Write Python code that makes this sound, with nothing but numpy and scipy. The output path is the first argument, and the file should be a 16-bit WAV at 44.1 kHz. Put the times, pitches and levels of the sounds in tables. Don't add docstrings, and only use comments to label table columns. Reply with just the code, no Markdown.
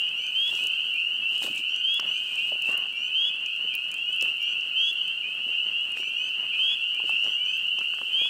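import sys
import numpy as np
from scipy import signal
from scipy.fft import rfft, irfft
from scipy.io import wavfile

SR = 44100
rng = np.random.default_rng(int(sys.argv[2]) if len(sys.argv) > 2 else 0)


def unload_audio(sound):
    columns = np.transpose(np.atleast_2d(sound))
    steps = np.round(np.clip(columns, -1, 1) * 32767)
    wavfile.write(sys.argv[1], SR, steps.astype(np.int16))


N = 365588


def from_db(db):
    return 10 ** (np.asarray(db) / 20)


def rms_one(x):
    return x / np.sqrt(np.mean(x ** 2) + 1e-20)


def add(out, start_s, sound):
    at = round(start_s * SR)
    first = max(at, 0)
    last = max(min(at + len(sound), N), 0)
    out[first:last] += sound[first - at:][:max(last - first, 0)]


def peep(length_s, start_hz, end_hz, bend, db, turn, partials):
    t = np.arange(round(length_s * SR)) / SR
    u = t / length_s
    whistle_hz = start_hz + (end_hz - start_hz) * (u + bend * u * (1 - u))
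    phase = 2 * np.pi * (turn + np.cumsum(whistle_hz) / (2 * SR))
    gate = np.clip(np.minimum(t / 0.033, (length_s - t) / 0.0055), 0, 1)
    swell = np.sin(np.pi / 2 * gate) ** 2
    voice = np.sin(2 * phase) * from_db(-6 * u ** 3)
    growth_db = -3.5 + 4.56 * u
    for partial, rel_db in partials:
        voice += from_db(rel_db + growth_db) * np.sin(partial * phase)
    return from_db(db) * swell * voice


# start in seconds, length in seconds, end pitch in Hz, level in dB.
SINGLE_PEEPS = [(-.021, .12, 2976, -24), (-.02, .15, 3097, -32.5), (0.487, 0.16, 3090, -34),
                (.565, .11, 2714, -34), (.619, 0.15, 2973, -36.5), (0.802, .133, 3010, -31),
                (0.952, 0.22, 3002, -25.5), (1.142, 0.28, 3207, -33), (1.209, .23, 3024, -24),
                (1.332, .23, 2880, -42), (1.662, .2, 3000, -32), (1.916, 0.29, 3153, -35),
                (2.131, .19, 2730, -37), (2.282, 0.2, 2740, -38), (2.36, 0.2, 3035, -25.5),
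                (2.592, .19, 2963, -33.5), (2.605, .23, 2973, -27.5), (2.642, .13, 2850, -25),
                (2.973, 0.14, 3150, -31), (3.094, 0.22, 3020, -31), (3.277, 0.22, 2900, -32.5),
                (3.444, 0.21, 2802, -37), (3.582, .16, 3170, -31), (3.901, 0.16, 2723, -37),
                (3.968, .18, 3020, -27), (4.132, 0.16, 3042, -27), (4.178, .16, 2876, -24),
                (4.279, .22, 3090, -32), (4.527, 0.17, 2922, -29), (4.698, 0.21, 2900, -33),
                (4.81, .11, 3010, -33), (5.052, 0.19, 3190, -38.5), (5.168, .21, 3190, -34),
                (5.36, 0.21, 3107, -30.5), (5.464, .23, 3080, -27.5), (5.52, 0.15, 2990, -27),
                (5.524, .25, 2960, -31.5), (5.713, 0.15, 2992, -24), (6.018, 0.19, 2900, -31),
                (6.275, 0.16, 2984, -30), (6.461, .22, 3075, -31), (6.524, .2, 2950, -36),
                (6.624, .2, 2935, -40), (6.785, 0.19, 3001, -25.5), (6.928, 0.18, 2690, -39),
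                (6.963, .13, 2846, -31), (7.068, 0.25, 3037, -24), (7.103, .19, 2902, -26.5),
                (7.302, .16, 3040, -29), (7.46, .16, 2804, -32.5), (7.544, .17, 3005, -31.5),
                (7.629, 0.18, 3144, -27), (7.887, 0.28, 3050, -36.5), (8.081, .17, 2780, -39)]
# a voice (start pitch in Hz,
# end pitch in Hz, bend of the glide, level in dB, overtones in dB re whistle before colour and growth),
# length in seconds, list of call times in seconds.
STEADY_CALLERS = [((2960, 3400, .5, -20.6, -37), .176, [.33, 1.812, 3.124, 4.74, 6.575, 8.108]),
                  ((2790, 3125, .6, -28.5, -27), .145, [.15, 2.05, 4.768, 6.148, 7.43]),
                  ((2680, 3050, .2, -30, -27), .145, [.5, 1.662, 2.943, 4.393, 5.953, 7.212]),
                  ((2375, 2745, .25, -31.5, -43), .19, [.93, 2.362, 3.712, 5.217, 6.51, 8.176]),
                  ((2305, 2660, -.35, -44, -44), .28, [.178, 1.523, 2.912, 4.379, 5.99, 7.362])]
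# partial frequency in Hz, dB added to the overtone level.
OVERTONE_COLOUR = [(1500, -4.5), (4300, -4.5), (5000, 2), (6000, 2.5), (7300, -6), (8500, -13),
                   (10200, -20.5), (11700, -5.5)]
RISE_HZ, RISE_HZ_PER_S, BEND = 130.07, 1250, 0.1994
PEEP_OVERTONES_DB, OVERTONE_SPREAD_DB = -45, 3.5


def near_frogs():
    out = np.zeros(N)
    colour_hz, colour_db = np.transpose(OVERTONE_COLOUR)
    others = np.array([1, 3, 4, 5, 6, 7])
    calls = [(s, length_s, *voice) for voice, length_s, times in STEADY_CALLERS for s in times]
    brightness = rng.standard_normal(len(SINGLE_PEEPS))
    for (s, length_s, end_hz, db), odd in zip(SINGLE_PEEPS, brightness):
        start_hz = end_hz - RISE_HZ - RISE_HZ_PER_S * length_s
        overtones_db = PEEP_OVERTONES_DB + OVERTONE_SPREAD_DB * odd
        calls.append((s, length_s, start_hz, end_hz, BEND, db, overtones_db))
    turns = rng.random(len(calls))
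    for (s, length_s, start_hz, end_hz, bend, db, overtones_db), turn in zip(calls, turns):
        partial_hz = others * (start_hz + end_hz) / 4
        rel_db = overtones_db + np.interp(partial_hz, colour_hz, colour_db)
        heard = db + rel_db > -88
        partials = zip(others[heard], rel_db[heard])
        add(out, s, peep(length_s, start_hz, end_hz, bend, db, turn, partials))
    return out


FAR_COUNT, FAR_RMS_DB, FAR_SPREAD_DB = 850, -31, 4
FAR_HZ, FAR_SPREAD_HZ, FAR_TOP_HZ = 2874, 135, 3284
FAR_PARTIALS_DB = [(1, -31.5), (3, -34.5), (4, -40)]


def far_frogs():
    out = np.zeros(N)
    draws = np.c_[rng.random((FAR_COUNT, 2)), rng.standard_normal((FAR_COUNT, 5))]
    for slot, (when, turn, odd_length, odd_pitch, odd_rise, odd_bend, odd_db) in enumerate(draws):
        length_s = np.clip(.16 + 0.02525 * odd_length, .1, .25)
        rise_hz = length_s * (1900 + 300 * odd_rise)
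        end_hz = FAR_HZ + FAR_SPREAD_HZ * max(odd_pitch, -1.9) + rise_hz / 2
        end_hz = min(end_hz, FAR_TOP_HZ + 40 * odd_bend)
        call = peep(length_s, end_hz - rise_hz, end_hz, 0.1998 * odd_bend,
                    FAR_SPREAD_DB * odd_db, turn, FAR_PARTIALS_DB)
        add(out, (slot + when) / FAR_COUNT * (N / SR + .25) - .25, call)
    return from_db(FAR_RMS_DB) * rms_one(out)


SHORE_T60_S, NEAR_WET_DB, FAR_WET_DB = 0.57, -12, -4


def shore(x, wet_db):
    t = np.arange(SR // 2) / SR
    tail = rng.standard_normal(len(t)) * from_db(-60 * t / SHORE_T60_S) * (t > .008)
    tail /= np.sqrt(np.sum(tail ** 2))
    return x + from_db(wet_db) * signal.fftconvolve(x, tail)[:N]


def coloured(x, spectrum):
    hz, db = np.transpose(spectrum)
    bins_hz = np.maximum(np.arange(N // 2 + 1) * SR / N, 1)
    gain = from_db(np.interp(np.log(bins_hz), np.log(hz), db))
    return rms_one(irfft(rfft(x) * gain, N))


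def drift(rate_hz):
    steps = int(N / SR * rate_hz) + 2
    return np.interp(np.arange(N) / SR * rate_hz, np.arange(steps), rng.standard_normal(steps))


def ring(clicks, hz, cycles):
    r = from_db(-60 * hz / (cycles * SR))
    w = 2 * np.pi * hz / SR
    return signal.lfilter([0, np.sin(w)], [1, -2 * r * np.cos(w), r * r], clicks + 1e-18)


def snaps(events, cycles, crack_db, gain_db):
    out, t = np.zeros(N), np.arange(1200) / SR
    noises = rng.standard_normal((len(events), 1200))
    for (s, db, hz), noise in zip(events, noises):
        crack = from_db(crack_db) * noise * np.exp(-t * hz / cycles)
        add(out, s, from_db(db + gain_db) * ring((t == 0) + crack, hz, cycles))
    return out


def grains(per_s, low_hz, high_hz, cycles, uneven_db):
    size_db = uneven_db * np.minimum(rng.exponential(1, N), 5)
    clicks = (rng.random(N) < per_s / SR) * from_db(size_db)
    dealt, pitches_hz = rng.integers(0, 8, N), np.geomspace(low_hz, high_hz, 8)
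    return rms_one(sum(ring(clicks * (dealt == k), hz, cycles) for k, hz in enumerate(pitches_hz)))


# frequency in Hz, relative level in dB per Hz.
ROAR_SPECTRUM = [(15, -4), (60, 1), (190, -0.5), (420, -7), (700, -6), (1200, -5.5), (2200, -4.5),
                 (3200, -6.5), (5000, -44.5)]
# frequency in Hz, relative level in dB per Hz.
HISS_SPECTRUM = [(2200, -14.5), (3700, -1.5), (4400, -4.5), (5200, -6.5), (6500, -6), (8200, 1),
                 (10500, -11), (12800, -4.5), (14500, -9), (16500, -10.5)]
# time in seconds, level in dB before scaling.
SIZZLE_SWING = [(0.0, -69), (0.44, -62), (1.18, -68.5), (1.5, -60.5), (1.71, -68), (2.38, -66.5),
                (3.42, -72.5), (4.13, -68.5), (5.42, -71.5), (8.29, -65)]
# start in seconds, level in dB, pitch in Hz, level of the highest treble in dB
EMBER_TICKS = [(.266, -35, 6250, -56), (.4773, -36, 5040, -48), (.5526, -33, 6000, -38),
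               (.6389, -31, 8140, -42), (.671, -25.5, 7740, -35), (.941, -37, 8350, -60),
               (1.3806, -31, 8000, -51), (1.4284, -24.5, 8020, -45), (1.5597, -32, 7940, -53),
               (1.579, -31.5, 7100, -57), (1.7625, -32, 5900, -69), (1.9428, -29, 8400, -34),
               (1.9987, -25.5, 5370, -56), (2.3567, -32, 7760, -58), (2.391, -36, 5200, -66),
               (2.622, -28.5, 7400, -33), (2.6643, -47, 4670, -38), (2.777, -26, 11500, -40),
               (3.4611, -33, 6200, -67), (3.5627, -38, 7380, -55), (3.7399, -34, 4700, -53),
               (3.7523, -18, 12400, -48), (3.916, -27.5, 8100, -52), (3.9421, -27.5, 8000, -51),
               (4.1288, -35.5, 7770, -53), (4.211, -26, 5500, -43), (4.225, -21.5, 7700, -44),
               (4.4154, -44, 5540, -43), (4.427, -39, 5900, -32), (4.9302, -49, 4591, -36),
               (5.0794, -35, 7840, -60), (5.853, -43, 8300, -58), (5.92, -35, 8300, -67),
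               (6.0575, -46, 10500, -54), (6.292, -39, 5600, -55), (6.3131, -46, 4700, -48),
               (6.9472, -35, 8300, -47), (7.0955, -34, 8300, -55), (7.2435, -34.5, 5700, -54),
               (7.4607, -43, 5930, -48), (7.79, -34, 5910, -54), (7.9473, -36.5, 7450, -54)]
# start in seconds, level in dB before the snap gain, pitch in Hz.
WOOD_POPS = [(0.491, -41, 845), (1.446, -37, 317), (1.499, -36.5, 258), (1.588, -44, 300),
             (1.996, -20.5, 1420), (2.029, -36.5, 834), (2.52, -28.5, 610), (2.554, -38, 697),
             (2.69, -33, 474), (2.786, -34.5, 1130), (3.646, -40, 410), (3.747, -44, 1920),
             (3.938, -39, 1510), (4.225, -33.5, 503), (4.256, -32, 1500), (5.466, -43, 393),
             (5.971, -28, 1920), (6.031, -33.5, 1620), (6.591, -37, 1610), (7, -32, 925), (7.039, -33, 418),
             (7.094, -26.5, 955), (7.251, -43, 466), (7.786, -31.5, 940), (7.812, -26.5, 1420),
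             (7.938, -32, 1490), (7.986, -29, 1550), (8.015, -28, 990), (8.215, -33.5, 620),
             (8.257, -35, 1010)]
ROAR_DB, HISS_DB = -55.5, -63.5
SIZZLE_FOLLOWS = 0.86


def fire():
    roar = from_db(ROAR_DB + 3.17 * drift(18)) * coloured(rng.standard_normal(N), ROAR_SPECTRUM)
    sizzle_db = np.interp(np.arange(N) / SR, *np.transpose(SIZZLE_SWING))
    sizzle_db = SIZZLE_FOLLOWS * (sizzle_db - sizzle_db.mean())
    hiss_db = HISS_DB + sizzle_db + 0.47 * drift(5.6)
    hiss = from_db(hiss_db) * coloured(rng.standard_normal(N), HISS_SPECTRUM)
    crackle = from_db(-67.5 + sizzle_db) * grains(50, 5000, 13000, 12, uneven_db=3.5)
    patter = from_db(-68.0) * grains(49, 200, 900, 3, uneven_db=0.5)
    bodies = [(s, db, hz) for s, db, hz, top_db in EMBER_TICKS]
    edges = [(s, top_db, 13200) for s, db, hz, top_db in EMBER_TICKS]
    ticks = snaps(bodies, 7.7, crack_db=-11.5, gain_db=2.25) + snaps(edges, 8.2, crack_db=-9.5, gain_db=2)
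    pops = snaps(WOOD_POPS, 5.2, crack_db=-22.5, gain_db=1.6)
    return roar + hiss + crackle + patter + ticks + pops


# start in seconds, length in seconds, crisp part in dB, dull part in dB.
RUSTLE_STROKES = [(0.466, 0.23, -49.5, -53.5), (1.293, 0.22, -54.5, -67.5), (1.408, 0.084, -42.5, -39.5),
                  (1.479, 0.063, -53, -60.5), (1.54, 0.081, -50.5, -70.5), (2.042, 0.55, -57.5, -77.5),
                  (2.446, .06, -59, -69.5), (2.637, .12, -50.5, -53), (4.218, 0.042, -55.5, -53.5),
                  (4.242, 0.079, -60, -51), (5.45, 0.13, -68, -59), (5.954, 0.072, -53.5, -51.5),
                  (6.53, 0.16, -60, -69), (7.047, 0.087, -55, -64.5), (7.23, 0.071, -57, -46),
                  (7.95, 0.42, -69, -64)]


def rustle():
    t, crisp, dull = np.arange(N) / SR, 0, 0
    for s, length_s, crisp_db, dull_db in RUSTLE_STROKES:
        knots_s = [s, s + 0.19 * length_s, s + 0.67 * length_s, s + length_s]
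        stroke = np.interp(t, knots_s, [0.017, 0.66, 1.0, 0.022])
        crisp = crisp + from_db(crisp_db) * stroke
        dull = dull + from_db(dull_db) * stroke
    crisp_grains = coloured(grains(4000, 3000, 15000, 5, uneven_db=3), HISS_SPECTRUM)
    crunch = grains(1100, 370, 2500, 6.3, uneven_db=5.0)
    return crisp * crisp_grains + dull * crunch


# start in seconds, length in seconds, level in dB.
LOG_SLIDES = [(2.679, 0.19, -44), (6.585, 0.2, -55)]
# frequency in Hz, width in Hz, relative level in dB.
SCRAPE_PEAKS = [(433, 72, -14), (786, 83, -4.5), (1140, 140, 1.5), (1490, 110, -2), (1760, 130, -5.5)]


def scrapes():
    t, stroke = np.arange(N) / SR, 0
    for s, length_s, db in LOG_SLIDES:
        stroke = stroke + from_db(db) * np.interp(t, [s, s + 0.0078, s + length_s], [0, 1, .3], right=0)
    rub = rng.standard_normal(N) * from_db(3.1 * drift(60))
    tone = 0
    for hz, width_hz, db in SCRAPE_PEAKS:
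        tone = tone + from_db(db) * rms_one(ring(rub, hz, 2.2 * hz / width_hz))
    return stroke * rms_one(tone)


def scene():
    frogs = shore(near_frogs(), NEAR_WET_DB) + shore(far_frogs(), FAR_WET_DB)
    return (frogs + fire() + rustle() + scrapes())[None]


BASS_CUT_HZ, CUTOFF_HZ = 157, 15800


def record(dry):
    bass_cut = signal.butter(2, BASS_CUT_HZ, "high", fs=SR, output="sos")
    top_cut = signal.ellip(12, .5, 70, CUTOFF_HZ, fs=SR, output="sos")
    return signal.sosfilt(top_cut, signal.sosfilt(bass_cut, dry))


dry = scene()
out = record(dry)
unload_audio(out)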